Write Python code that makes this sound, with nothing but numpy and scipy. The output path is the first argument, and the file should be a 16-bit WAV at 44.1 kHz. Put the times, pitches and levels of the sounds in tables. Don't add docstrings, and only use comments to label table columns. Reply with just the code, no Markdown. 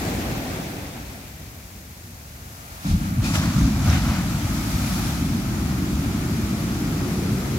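import sys
import numpy as np
from scipy import signal
from scipy.fft import rfft, irfft, next_fast_len
from scipy.io import wavfile
from scipy.ndimage import uniform_filter1d

SR = 44100
rng = np.random.default_rng(int(sys.argv[2]) if len(sys.argv) > 2 else 0)


def to_wav(sig):
    pcm = np.clip(np.atleast_2d(sig), -1, 1) * 32767
    pcm = np.round(pcm).astype(np.int16)
    wavfile.write(sys.argv[1], SR, pcm.T)


N = 334278
TIME = np.arange(N) / SR
FRAME = 512
LANDS_S, WALL_S, SHALLOW_S = 2.825, 3.15, 7.55


def undb(db):
    return 10 ** (np.asarray(db) / 20)


def unit(x):
    return x / np.std(x.mean(axis=0))


def power_sum(*gains):
    return np.sqrt(sum(g ** 2 for g in gains))


def colour(table):
    hz, db = np.transpose(table)
    return lambda f: undb(np.interp(np.log(f), np.log(hz), db))


def below(f, hz, order):
    return 1 / np.sqrt(1 + (f / hz) ** (2 * order))


def shape(x, gain):
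    size = next_fast_len(N + FRAME, True)
    f = np.maximum(np.arange(size // 2 + 1) * SR / size, 1)
    return irfft(rfft(x, size) * gain(f), size)[..., :N]


def frames(x, size=FRAME):
    f, t, spectra = signal.stft(x, SR, nperseg=size)
    return np.maximum(f, 1)[:, None], t, spectra


def unframe(spectra):
    return signal.istft(spectra, SR)[1][..., :N]


def swell(peak_s, rise_s, decay_s):
    age_s = TIME - peak_s
    return np.exp(-(np.minimum(age_s, 0) / rise_s) ** 2 - np.maximum(age_s, 0) / decay_s)


def patches(grid, bands, steps):
    field = rng.standard_normal(grid)
    for _ in range(2):
        field = uniform_filter1d(uniform_filter1d(field, bands, axis=0), steps, axis=1)
    return field / field.std()


def bubbles(front, grain_db, cluster_db):
    pop_gain = undb(grain_db * np.repeat(rng.uniform(-2, 2, N // 32 + 1), 32)[:N])
    f, t, (left, independent) = frames(rng.standard_normal((2, N)) * pop_gain)
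    times_s, *columns = np.transpose(front)
    lead_ms, half_width_ms = (np.interp(t, times_s, column) for column in columns)
    coherence = np.sinc(2 * f * half_width_ms / 1000)
    lag = np.exp(-2j * np.pi * f * lead_ms / 1000)
    right = lag * (coherence * left + np.sqrt(1 - coherence ** 2) * independent)
    clusters = patches(left.shape, bands=24, steps=10) + patches(left.shape, bands=5, steps=4)
    return unframe(np.array([left, right]) * undb(cluster_db * clusters))


def shoaling(t):
    return np.clip((t - LANDS_S) / (SHALLOW_S - LANDS_S), 0, 1) ** 1.56


def nearing(db_per_s=0.26):
    return undb(db_per_s * np.maximum(TIME - WALL_S, 0))


def before_wall(db, rise_s=0.3):
    formed = np.clip((TIME - WALL_S) / rise_s, 0, 1)
    return undb(db * (1 - formed))


# frequency in Hz, relative level in dB.
SEA_SPECTRUM = [(20, -45), (45, -4), (75, -2), (150, -7.5), (270, -14.5), (420, -23), (700, -22),
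                (1000, -26), (2350, -25), (3000, -30), (6500, -26.5), (9100, -32.5), (12000, -27.5),
                (15800, -31)]


def sea(level_db=-40.5):
    wash = bubbles([(0, 0.06, 0.47)], grain_db=0.9, cluster_db=0.26)
    return unit(shape(wash, colour(SEA_SPECTRUM))) * undb(level_db)


# frequency in Hz, relative level in dB.
SWASH_SPECTRUM = [(20, -39), (45, -1), (75, 0), (280, -0.5), (430, -10), (740, -9), (1000, -17.5),
                  (1750, -18.5), (2350, -18), (2900, -22.5), (6600, -26), (9000, -31), (12500, -28.5),
                  (15800, -31.5)]


def swash(stall_s=0.6, climb_db_per_s=-7, tumble_db_per_s=-19.5, hiss_db_per_s=-13.5):
    climb_db = climb_db_per_s * np.minimum(TIME - stall_s, 0)
    stalled_s = np.maximum(TIME - stall_s, 0)
    tumble_db = -30.5 + climb_db + tumble_db_per_s * stalled_s
    hiss_db = -41.5 + climb_db + hiss_db_per_s * stalled_s
    wash = shape(bubbles([(0, 0.073, 0.46)], grain_db=0.86, cluster_db=0.76), colour(SWASH_SPECTRUM))
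    tumble = shape(wash, lambda f: below(f, 1500, order=2))
    hiss = shape(wash, lambda f: below(1800, f, order=2))
    return unit(tumble) * undb(tumble_db) + unit(hiss) * undb(hiss_db)


# start in seconds, level in dB before trim, centre in Hz,
# width in octaves, length in seconds (twice the rise).
SHEET_SLAPS = [(3.235, -31.5, 2490, 0.16, 0.054), (3.315, -32, 4040, 2.2, 0.0031),
               (3.342, -26, 3000, 2, 0.0027), (3.354, -17.5, 2600, 1.3, 0.0042),
               (3.5, -33.5, 1247, 0.23, 0.11), (3.899, -21.5, 5660, 0.31, 0.0035),
               (3.905, -27, 2210, 0.86, 0.062)]


def slaps(trim_db=-6):
    out = np.zeros((2, N))
    for start_s, db, hz, octaves, length_s in SHEET_SLAPS:
        age = 2 * np.maximum(TIME - start_s, 0) / length_s
        envelope = age * np.exp(1 - age)
        edges_hz = hz * 2 ** (np.array([-0.5, 0.5]) * octaves)
        band = signal.butter(2, edges_hz, "band", fs=SR, output="sos")
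        crack = signal.sosfilt(band, rng.standard_normal((2, N)))
        out += crack / crack.std() * undb(db + trim_db) * envelope
    return out


# start in seconds, peak level in dB, pitch in Hz.
AIR_POCKETS = [(2.853, -17.5, 162), (2.89, -17.5, 47), (2.91, -15.5, 77.5), (2.939, -10, 177),
               (3.18, -13, 113), (3.578, -14, 178), (3.615, -18, 59), (3.869, -11, 86), (3.888, -14, 136)]


def pockets(rise_cycles=1.5):
    out = np.zeros(N)
    for start_s, db, hz in AIR_POCKETS:
        cycles = np.maximum(TIME - start_s, 0) * hz
        age = cycles / rise_cycles
        envelope = age ** 2 * np.exp(2 * (1 - age))
        out += undb(db) * envelope * np.sin(2 * np.pi * cycles)
    return out


# peak time, rise and decay in seconds, then rumble, roar and spray in dB.
LIP_PLUNGES = [(2.906, 0.072, 0.075, -26.5, -40.5, -41.5), (3.06, .07, 0.12, -47, -42, -49),
               (3.255, 0.028, 0.23, -25, -36.5, -36.5), (3.357, 0.021, 0.036, -30, -32, -32),
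               (3.44, 0.046, 0.079, -26, -37, -42), (3.613, 0.12, 0.23, -20.5, -40, -41),
               (3.93, 0.12, 0.16, -20, -34.5, -37.5), (4.125, 0.11, 0.16, -37, -36.5, -42.5)]


def plunges():
    gains = [undb(levels_db)[:, None] * swell(peak_s, rise_s, decay_s)
             for peak_s, rise_s, decay_s, *levels_db in LIP_PLUNGES]
    return power_sum(*gains)


# frequency in Hz, relative level in dB.
PLUME_SPECTRUM = [(18, -33), (32, -24), (48, 0.5), (85, 1), (115, -1.5), (190, -2.2), (270, -6),
                  (500, -10.5)]


def plume(roll_db=-23.5, onset_s=0.042):
    cloud = bubbles([(0, 0.045, 0.35)], grain_db=0.3, cluster_db=0.18)
    f, t, spectra = frames(shape(cloud, colour(PLUME_SPECTRUM)), size=4 * FRAME)
    shallow = shoaling(t)
    edge_hz = 292.3 + 57 * shallow
    edge_order = np.interp(shallow, [0, 1], [9.8, 3.4])
    bass_db = (-2.5 - 9 * shallow) * below(f, 64, order=2)
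    rumble = unframe(spectra * undb(bass_db) * below(f, edge_hz, edge_order))
    landed = np.clip((TIME - LANDS_S) / onset_s, 0, 1)
    roll = undb(roll_db) * before_wall(db=-2) * nearing()
    plunge_rumble, _, _ = plunges()
    return landed * unit(rumble) * power_sum(roll, plunge_rumble)


# time in seconds, left lead in ms, half width in ms.
BREAKER_FRONT = [(2.8, -0.31, 0.16), (3.17, -0.37, 0.19), (3.25, 0.22, 0.11), (3.42, 0.138, .1),
                 (3.6, 0.069, 0.29), (4.1, 0.098, 0.15), (4.6, .13, 0.33), (7.5, 0.14, 0.31)]
# frequency in Hz, relative level in dB.
BREAKER_SPECTRUM = [(260, -9), (450, 2), (554, -1), (683, -0.5), (1050, -5.5), (1280, -1.5), (1720, -8.5),
                    (2420, -9), (2770, -13.5), (3460, -13), (5660, -12.5), (9110, -17), (10300, -9.5),
                    (12100, -9.5), (15800, -14)]


def white_water(feather_s=2.01, feather_rise_s=1.0):
    foam = bubbles(BREAKER_FRONT, grain_db=0.66, cluster_db=0.41)
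    f, t, spectra = frames(shape(foam, colour(BREAKER_SPECTRUM)))
    tilt_db_per_octave = np.interp(shoaling(t), [0, 1], [1.3, 0.9])
    tilt = undb(tilt_db_per_octave * np.log2(f / 1200))
    roar = unframe(spectra * tilt * below(546, f, order=7) * below(f, 2720, order=6))
    spray = unframe(spectra * below(3100, f, order=6) * below(f, 7420, order=6))
    fizz = unframe(spectra * below(7200, f, order=8))

    crest = np.clip((TIME - feather_s) / feather_rise_s, 0, 1) * nearing()
    roll = crest * before_wall(db=-6)
    fine_roll = crest * before_wall(db=-1)
    fallback = swell(peak_s=5.067, rise_s=0.84, decay_s=0.21)
    _, plunge_roar, plunge_spray = plunges()
    roar_gain = power_sum(undb(-41) * roll, undb(-40) * fallback, plunge_roar)
    spray_gain = power_sum(undb(-45.5) * roll, undb(-40.5) * fallback, plunge_spray)
    fizz_gain = power_sum(undb(-49) * fine_roll, undb(-43) * fallback, undb(-10) * plunge_spray)
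    return unit(roar) * roar_gain + unit(spray) * spray_gain + unit(fizz) * fizz_gain


def scene():
    return sea() + swash() + plume() + white_water() + pockets() + slaps()


# frequency in Hz, left minus right in dB.
PORT_BALANCE = [(300, 0.5), (750, 0.3), (1000, 0.2), (1500, 1.5), (2200, 5), (3200, -3), (4100, 0.2),
                (4900, 3.5), (6300, 1.5), (7300, 4), (8300, -2), (10000, -0.2), (12500, 3.2), (15500, 8.5)]


def record(dry, dip_hz=2380, dip_width_hz=260, dip_db=-0.1, top_hz=15800):
    ratio = colour(PORT_BALANCE)
    ported = shape(dry, lambda f: np.array([ratio(f), np.ones_like(f)]) * np.sqrt(2 / (1 + ratio(f) ** 2)))
    dipped = shape(ported, lambda f: undb(dip_db * np.exp(-((f - dip_hz) / dip_width_hz) ** 2)))
    return shape(dipped, lambda f: below(f, top_hz, order=120))


dry = scene()
out = record(dry)
to_wav(out)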